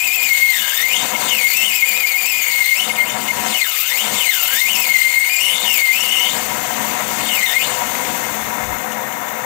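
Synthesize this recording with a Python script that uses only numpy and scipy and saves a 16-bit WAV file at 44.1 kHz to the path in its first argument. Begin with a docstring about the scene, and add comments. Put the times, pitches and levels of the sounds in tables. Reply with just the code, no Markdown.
"""At a lathe, a brass fitting is parted off, heard on the left channel with a very faint copy on the right.
The blade sticks and slips a few thousand times a second: a squeal, made of ragged overtones through the blade's
modes, swoops down with each push of the feed, frays at its extremes and now and then locks near the lowest mode.
Chips hiss and sizzle as clumpy filtered noise. The headstock's noise bands and narrow tones drone throughout,
and remain with faint hiss, knocks, puffs of air and clinks as the microphone moves away."""
import sys
import numpy as np
from scipy import signal
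from scipy.fft import rfft, irfft, next_fast_len
from scipy.io import wavfile
from scipy.ndimage import uniform_filter1d, map_coordinates

SR = 44100
rng = np.random.default_rng(int(sys.argv[2]) if len(sys.argv) > 2 else 0)


def transcribe(u):
    """Save the signal u as a 16-bit wav file named by the first command-line argument.

    u: samples, shape (n,) or (channels, n), limited to [-1, 1]; the rate is SR.
    q: integer samples, one column per channel.
    """
    v = np.clip(np.atleast_2d(u).T, -1, 1)
    q = np.round(v * 32767).astype(np.int16)
    wavfile.write(sys.argv[1], SR, q)


N = 416739

# the chatter locks near the blade's lowest mode: (time [s], length [s], pitch [Hz], relative level [dB])
BLADE_LOCKS = [(0.307, 0.025, 2142, -16), (0.414, 0.039, 2163, -14), (0.491, 0.033, 2103, -15.5),
               (0.83, 0.038, 2105, -18.5), (1.142, 0.027, 2151, -21), (1.437, 0.042, 2138, -15.5),
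               (1.818, 0.03, 2154, -15.5), (2.031, 0.026, 2168, -18), (2.132, 0.04, 2165, -18.5),
               (2.609, 0.018, 2140, -13), (2.713, 0.029, 2127, -13.5), (2.892, 0.029, 2133, -19.5),
               (2.982, 0.058, 2108, -17), (3.275, 0.044, 2121, -18), (3.619, 0.017, 2097, -15.5),
               (4.287, 0.02, 2132, -16.5), (4.614, 0.046, 2105, -17.5), (4.895, 0.025, 2135, -15.5),
               (4.941, 0.028, 2068, -14.5), (5.011, 0.021, 2114, -14), (5.045, 0.034, 2104, -15.5),
               (5.16, 0.031, 2134, -14.5), (5.219, 0.021, 2084, -18), (5.817, 0.041, 2135, -16.5),
               (5.876, 0.041, 2092, -15), (7.429, 0.027, 2095, -16.5), (7.556, 0.027, 2136, -17)]
# what the slip rate decides: (slip rate [Hz], relative squeal level [dB], relative roughness [0-1],
# relative chip hiss level [dB], relative chip sizzle level [dB])
BITE_BY_RATE = [(1200, -27, 0.65, -27.5, -28), (1603.7, -24, 0.72, -28, -28.5),
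                (2133, -20.5, 0.5, -27.5, -30.5), (2477, -22, 0.32, -28, -29),
                (2964, -19.5, 0.62, -28, -32), (3546, -25, 0.72, -26.5, -36),
                (4103, -31, 0.7, -26.5, -33.5), (4608, -48, 0.99, -28, -34)]

SPINDLE_HZ = 10.5
TOP_HZ = 15780  # upper limit of the overtones and of the final band
GRAZE_HZ = 4057  # slip rate as the edge just touches
CLEAR_HZ = BITE_BY_RATE[-1][0]  # slip rate with the edge clear of the work


def amp(db):
    """Decibels to gain."""
    return 10 ** (np.asarray(db) / 20)


def unit(x):
    """Scale to rms 1."""
    return x / np.sqrt(np.mean(x ** 2) + 1e-20)


def clock():
    """The time of each sample in seconds."""
    return np.arange(N) / SR


def wobble(rate):
    """A smooth random curve with `rate` knots a second."""
    knots = rng.standard_normal(int(N * rate / SR) + 4)
    return map_coordinates(knots, [clock() * rate])


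def filtered(x, response):
    """Pass x through a complex response of frequency."""
    m = next_fast_len(N + SR // 2)
    spectrum = rfft(x, m) * response(np.fft.rfftfreq(m, 1 / SR))
    return irfft(spectrum, m)[:N]


def colour(points):
    """The response of (frequency [Hz], level [dB]) points joined on a log axis."""
    f, db = np.transpose(points)
    return lambda hz: amp(np.interp(np.log(hz + 1), np.log(f + 1), db, left=-120, right=-120))


def resonances(modes):
    """The summed causal response of (frequency [Hz], width [Hz], level [dB]) modes."""
    return lambda f: sum(amp(db) * 1j * f * w / (c * c - f * f + 1j * f * w) for c, w, db in modes)


def noise(response):
    """Noise of rms 1 through a response."""
    return unit(filtered(rng.standard_normal(N), response))


def gate(s, length, edge):
    """A window with soft edges, all in seconds."""
    t = clock()
    return np.clip(np.minimum(t - s, s + length - t) / edge + .5, 0, 1)


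def swells(rows, edge):
    """The gain of (time [s], length [s], level [dB]) events with soft edges."""
    return sum(amp(db) * gate(s, length, edge) for s, length, db in rows)


def bite(hz):
    """Squeal level, roughness, hiss level and sizzle level at a slip rate."""
    rate, *cols = np.transpose(BITE_BY_RATE)
    return [np.interp(hz, rate, c) for c in cols]


def feed():
    """Each push eases in and out on a parabola; the deeper the bite, the slower the slips, and the slowest rules."""
    # pushes of the hand feed: (start [s], deepest [s], end [s], lowest slip rate [Hz], squeal gain [dB],
    # roughness factor, chip gain [dB], relative sinking of the headstock's drone [dB])
    pushes = [(-0.6, 0.096, 0.7, 2495, 0.5, 0.7, -0.5, 19.5), (-0.03, 0.422, 0.9, 2135, 1, 0.95, 0, 19),
              (0.3, 0.68, 1.04, 1603, 0, 1.03, 0.5, 18), (1.25, 1.449, 1.74, 2233, 0.5, 1, 1, 14.5),
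              (1.512, 1.849, 2.5, 2372, 0, 1.03, -0.5, 15.5),
              (1.699, 2.12, 2.56, 2309, 0, 0.89, -1.5, 15.5), (1.9, 2.691, 2.87, 2114, 0, 1.07, -1, 20.5),
              (2.945, 2.98, 3.15, 2130, -7.5, 1.26, -4, 3.5), (3.505, 3.76, 4.075, 1200, -1, 0.98, 0.5, 22),
              (4.148, 4.42, 4.8, 1378, 0, 0.89, 2, 19), (4.549, 5.02, 5.6, 2097, -1, 1.1, 1.5, 13.5),
              (4.75, 5.148, 5.65, 2150, 1.5, 1.17, -1.5, 18.5),
              (5.589, 5.879, 6.04, 2118, 1, 0.9, 0.5, 14.5), (5.7, 5.981, 6.35, 2800, -2.5, 1, 1, 8.5),
              (5.9, 6.198, 6.34, 2900, 1, 1.05, -1, 7), (7.254, 7.499, 7.67, 1808, -0.5, 1.11, 0, 7.5)]
    release_hz_per_s = 3992  # rise of the slip rate as the edge comes clear
    t = clock()
    start, deepest, end, lowest_hz, *manner, sink_db = np.transpose(pushes)[:, :, None]
    half_length = np.where(t < deepest, deepest - start, end - deepest)
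    off = np.minimum(np.abs(t - deepest) / half_length, 1)
    outside = np.maximum(np.maximum(start - t, t - end), 0)
    rates = lowest_hz + (GRAZE_HZ - lowest_hz) * off ** 2 + release_hz_per_s * outside
    ruling = rates.argmin(axis=0)
    gain_db, coarse, chip_db = [uniform_filter1d(c[ruling, 0], size=1500) for c in manner]
    sink = np.max(sink_db * (1 - off ** 2.47), axis=0)
    return np.minimum(rates.min(axis=0), CLEAR_HZ), gain_db, coarse, chip_db, sink


def dips():
    """0-1: a brief dip around each lock, lagging it slightly."""
    lag_s, edge_s = 0.013, 0.064
    return np.minimum(sum(gate(s + lag_s, length, edge_s) for s, length, *_ in BLADE_LOCKS), 1)


def moved_away():
    """0-1: how far the microphone has moved off."""
    start_s, length_s = 8.09, 1.0
    return np.clip((clock() - start_s) / length_s, 0, 1)


def chatter(hz, gain_db, coarse):
    """Slip rate, level and roughness; a lock pulls the rate near the mode and makes the tone purer."""
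    lock_rough, lock_edge_s = 0.1317, 0.0136
    waver, waver_hz, waver_peak_s = 0.045, 9.85, 0.045  # swing as a fraction; about once a turn
    db, rough = bite(hz)[:2]
    db = db + gain_db
    rough = rough * coarse
    free = np.interp(hz, [2150, 2350], [.25, 1])  # near its mode the blade holds the rate steadier
    hz = hz * (1 + waver * free * np.cos(2 * np.pi * waver_hz * (clock() - waver_peak_s)))
    for s, length, lock_hz, lock_db in BLADE_LOCKS:
        hold = gate(s, length, lock_edge_s)
        hz = hz + hold * (lock_hz - hz)
        db = db + hold * (lock_db - db)
        rough = rough + hold * (lock_rough - rough)
    return hz, db, np.clip(rough, 0, 1)


def enclosure(x):
    """The chuck, guard and chip tray throw back a dense, short echo."""
    t60_s, wet_db = 0.11, -3
    t = np.arange(SR // 8) / SR
    tail = rng.standard_normal(len(t)) * amp(-60 * t / t60_s) * (t > .002)
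    echo = signal.fftconvolve(x, tail / np.linalg.norm(tail))[:N]
    return x + amp(wet_db) * echo


def slip_wave(hz, rough):
    """Stick-slip motion: a jittering fundamental with overtones that come and go, and slips of uneven size."""
    jitter, drift = .11, .018  # fast and slow pitch wander
    fade_db, grain, flutter_db, uneven = 4.5, 0.37, 4, 0.57
    snap = np.interp(hz, [1700, 2100], [1.13, 1])  # slow slips let go more abruptly
    rough = rough * np.interp(hz, [1300, 2100], [1.25, 1])  # slow slips are made more ragged
    hz = hz * (1 + jitter * rough ** 1.6 * wobble(1100) + drift * rough * wobble(70))
    phase = 2 * np.pi * np.cumsum(hz) / SR
    # a locked blade swings almost as a sine
    sharpness = np.interp(rough, [.16, .3], [.12, .85])
    overtones = 0
    for k in range(2, 9):
        tone = np.cos(k * phase + .5 * wobble(500)) * (k * hz < TOP_HZ)
        weight = 1.15 if k == 2 else 1
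        # the slips keep changing shape, so each overtone comes and goes
        overtones = overtones + weight * tone * amp(fade_db * wobble(90)) * (1 + grain * wobble(400))
    slips = np.cos(phase) * amp(flutter_db * rough * wobble(160)) + snap * sharpness * overtones
    return slips * (1 + uneven * rough * wobble(1800)), hz, rough


def squeal(hz, gain_db, coarse):
    """Uneven slips ring the blade; its modes sing as the slip rate sweeps through them."""
    # modes of blade, holder and work: (frequency [Hz], width [Hz], relative level [dB])
    blade_modes = [(2106, 73, 5.5), (2452, 28, 3.5), (2658, 43, -2), (2807, 56, -3), (2990, 78, -3.5),
                   (2950, 89, -5.5), (3577, 143, -5.5), (4120, 127, -5.5), (7520, 550, -26),
                   (8360, 154, -11.5), (13850, 500, -11.5), (14400, 400, -21)]
    # how well the blade radiates: (frequency [Hz], relative level [dB])
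    radiation = [(400, -50), (1100, 5), (1700, 2.5), (2050, -2.5), (3600, 0.5), (4200, -10.5), (4900, -10),
                 (5600, -5), (6800, -5), (7400, 1), (8800, -2.5), (10500, -26.5), (13000, -4.5),
                 (16000, -10)]
    direct_db, stutter_db, ring_db, rub_db, trim_db = -17, 0.83, -9.0, -41, -0.26
    hz, db, rough = chatter(hz, gain_db, coarse)
    slips, hz, rough = slip_wave(hz, rough)
    body = lambda f: (amp(direct_db) + resonances(blade_modes)(f)) * colour(radiation)(f)
    voice = enclosure(filtered(slips, body))
    # friction feeds the vibration up to a limit, wherever its pitch lies
    swing = np.sqrt(np.abs(uniform_filter1d(voice ** 2, size=1100)) + 1e-9)
    steady_voice = voice / swing * amp(stutter_db * wobble(85))
    # the scrape keeps the lowest mode ringing under the glides
    ring = noise(lambda f: resonances([(2135, 110, 0)])(f) ** 2)
    scrape = amp(ring_db) * np.sqrt(rough) * np.interp(hz, [1700, 2100], [0.73, 1])
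    rubbing = amp(rub_db) * (1 - moved_away())
    return (steady_voice + scrape * ring) * amp(db + trim_db) + rubbing * ring


def patchy(x, depth_db):
    """Each chip has its own colour: random gains in patches of pitch and time, then rms 1."""
    z = signal.stft(x, nperseg=256)[2]
    field = uniform_filter1d(rng.standard_normal(z.shape), size=4, axis=0)
    field = uniform_filter1d(field, size=6, axis=1)
    return unit(signal.istft(z * amp(depth_db * unit(field)), nperseg=256)[1][:N])


def chips(hz, gain_db, dip):
    """Brass crumbles off the edge in clumps, varying gently with the turn; the free-running machine hisses evenly."""
    # sprays of chips: (time [s], relative level [dB])
    sprays = [(0.559, -14), (0.592, -13), (1.719, -11), (1.888, -8), (2.071, -5), (2.256, 0), (3.842, -11),
              (5.739, 0), (5.773, -2)]
    # noise colours of cutting hiss, chip sizzle and idle hiss: (frequency [Hz], relative density [dB per Hz])
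    hiss_colour = [(1350, -27.5), (2300, -1.5), (2480, 3.5), (2660, 2), (3010, 4.5), (3460, -2.5),
                   (3730, 0), (4050, -7.5), (4370, -0.5), (5350, -6.5), (7100, 2.5), (10100, -6.5),
                   (12000, -14.5), (15600, -26), (22000, -120)]
    sizzle_colour = [(9000, -57), (11000, -16.5), (12200, -8), (13500, -2), (14300, -4.5), (14700, 1.5),
                     (15700, -13)]
    idle_colour = [(1530, -24), (2600, 1), (3320, -8), (3400, 1), (3940, -7), (5060, -10), (6410, 2),
                   (9470, -7.5), (10800, -9), (12000, -8), (15600, -34), (22000, -120)]
    half_turn_db, turn_db, surge_db, clump_db, grain_db = -0.2, 1.0, 1.85, 3.0, 2.2
    cutting_db, idle_db, sizzle_db, spray_db = 0.6, -2, 2.0, -15
    hiss_away_db, sizzle_away_db, dip_db = -7.5, -4.5, -3
    hiss, sizzle = bite(hz)[2:]
    depth = np.interp(sizzle, [-35, -28], [.25, 1])
    angle = 2 * np.pi * SPINDLE_HZ * clock()
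    turn = half_turn_db * np.cos(2 * angle + 0.33 * wobble(2.301)) + turn_db * np.cos(angle + 2.3)
    clumps = depth * (turn + surge_db * wobble(35) + clump_db * wobble(130) + grain_db * wobble(900))
    away = moved_away()
    clear = np.interp(hz, [GRAZE_HZ, CLEAR_HZ], [0, 1])  # between pushes the edge only rubs
    idle = np.clip(0.64 * clear + away, 0, 1)
    cutting = patchy(noise(colour(hiss_colour)) * amp(0.35 * clumps), depth_db=2.5)
    # crossfade from cutting to idle hiss by power
    low = amp(cutting_db) * np.sqrt(1 - idle) * cutting
    low = low + amp(idle_db) * np.sqrt(idle) * noise(colour(idle_colour))
    low = amp(hiss + hiss_away_db * away) * low
    high = patchy(noise(colour(sizzle_colour)) * amp(clumps), depth_db=1.5)
    high = amp(sizzle + sizzle_db + sizzle_away_db * away) * high
    spray_gain = sum(amp(db + spray_db) * gate(s, 0.0065, 0.0061) for s, db in sprays)
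    spray = patchy(noise(colour(sizzle_colour)) + .5 * noise(colour(hiss_colour)), depth_db=5.0)
    return amp(gain_db * (1 - clear) + dip_db * dip) * (low + high) + spray_gain * spray


def headstock(sink, dip):
    """Gears hum and rattle in the casing, surging unevenly; the sound sinks with each push, the bass most."""
    # noise bands of drone, deep rumble and gear mesh: (frequency [Hz], relative density [dB per Hz])
    drone_colour = [(30, -45), (80, -32), (110, -14), (135, -5), (170, -11), (215, 3), (265, 0),
                    (340, -7.5), (450, -4.5), (580, -14)]
    rumble_colour = [(18, -22), (45, -17), (58, -11), (66, 8), (78, -12), (105, -1.5), (135, 6.5), (180, 1),
                     (300, -40)]
    gear_colour = [(250, -100), (450, -5), (730, 4), (1000, 2), (1300, 1), (1600, 1), (2000, 0),
                   (2500, -18), (3200, -35), (4200, -36)]
    # narrow tones of the gears and casing: (frequency [Hz], width [Hz], relative level [dB])
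    drone_tones = [(217.6, 5.94, 4), (248.6, 6.9, -11), (299.3, 17, -10.5)]
    gear_tones = [(509.4, 7.2, 4.5), (604.4, 22.5, -2.5), (668, 4.5, -4.5), (734.6, 17, 5.5),
                  (959, 23.5, 6.5), (992, 9.8, -8), (1323, 5.8, 2.5), (1460, 3.9, -10), (1842, 17.4, 1),
                  (2096, 38, -1.5), (2150, 18.4, -4), (2800, 35, -35)]
    drone_db, hum_db, deep_db, gear_db, tone_db = -39, -40.0, -47, -31.0, -30
    hum_sink, deep_sink, gear_sink = 0.89, 1.46, 0.61  # shares of the sinking
    dip_db, away_db = 5, -3.0
    turn_db, surge_db, rattle_db = 0.36, 1.15, 0.97
    sink = sink + dip_db * dip + 0.11 * sink * wobble(18)
    turn = np.cos(2 * np.pi * SPINDLE_HZ * clock() + 2.0 * wobble(2.19))
    low = amp(drone_db - sink) * noise(colour(drone_colour))
    low = low + amp(hum_db - hum_sink * sink) * noise(resonances(drone_tones))
    low = low + amp(deep_db - deep_sink * sink) * noise(colour(rumble_colour))
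    casing_band = colour([(200, -30), (450, 0), (3000, 0), (6000, -30)])
    casing = lambda f: resonances(gear_tones)(f) * casing_band(f)
    mesh = amp(gear_db) * noise(colour(gear_colour)) + amp(tone_db) * noise(casing)
    low_gain = amp(away_db * moved_away() + 1.3 * wobble(22))
    unsteady_db = turn_db * turn + surge_db * wobble(24) + rattle_db * wobble(150)
    return low_gain * low + amp(unsteady_db - gear_sink * sink) * mesh


def whistle():
    """A high mode of the edge rings thinly in the middle of the cut."""
    # (time [s], length [s], level [dB])
    whistle_swells = [(2.8, 0.16, -37.5), (3.15, 0.2, -45), (3.65, 0.52, -49), (4.72, 0.12, -39),
                      (4.95, 0.43, -43), (5.38, 0.19, -34), (5.85, 0.61, -47)]
    mode = lambda f: resonances([(10578, 25, 0)])(f) ** 2
    return swells(whistle_swells, edge=0.07) * noise(mode)


def knocks():
    """About once a turn, backlash lets the unloaded teeth slap, and the casing rings briefly."""
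    # runs of knocks: (first [s], end [s], gap [s], first mean level [dB], fading [dB per s])
    runs = [(6.816, 7.21, 0.0955, -25.5, 2), (7.951, 9.35, 0.098, -24, 11)]
    t60_s, spread_db = 0.085, 1.8
    t = clock()
    slaps = 0
    for first, last, gap, db, fade in runs:
        for s in np.arange(first, last, gap):
            blow_db = db - fade * (s - first) + rng.normal(0, spread_db)
            slaps = slaps + amp(blow_db - 60 * np.abs(t - s) / t60_s) * (t > s)
    return slaps * noise(resonances([(735, 130, -1.7), (965, 116, -0.3), (2030, 280, -0.17)]))


def draught():
    """Air off the chuck's jaws fans the microphone in low puffs of noise."""
    # (time [s], length [s], relative level [dB])
    puffs = [(8.27, 0.05, -40), (8.4, 0.092, -44), (8.62, 0.17, -36.5)]
    air = noise(colour([(18, -9), (45, -9), (65, 2), (120, -7), (220, -13)]))
    return amp(-1) * swells(puffs, edge=0.06) * air


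def clinks():
    """Stray chips land on the machine and ring briefly."""
    # (time [s], relative peak level [dB])
    landings = [(8.785, -28), (8.919, -24.5), (9.125, -28), (9.283, -26)]
    level_db, t60_s = -4, 0.088
    t = clock()
    strikes = sum(amp(db + level_db - 60 * np.abs(t - s) / t60_s) * (t > s) for s, db in landings)
    return strikes * noise(resonances([(2980, 123, -2), (3460, 260, -14), (6700, 1000, -8)]))


def scene():
    """The feed drives squeal and chips; everything reaches one microphone."""
    hz, gain_db, coarse, chip_db, sink = feed()
    dip = dips()
    cut = squeal(hz, gain_db, coarse) + chips(hz, chip_db, dip) + whistle()
    machine = headstock(sink, dip) + knocks() + draught() + clinks()
    mono = cut + machine
    return np.array([mono, mono])


def record(dry):
    """The microphone feeds the left channel, the right gets a very quiet copy; peaks round off, then a band limit."""
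    channel_db, top = [[6], [-45]], 0.84
    x = amp(channel_db) * dry
    x = x / (1 + (x / top) ** 8) ** (1 / 8)
    return np.array([filtered(channel, lambda hz: hz < TOP_HZ) for channel in x])


dry = scene()
out = record(dry)
transcribe(out)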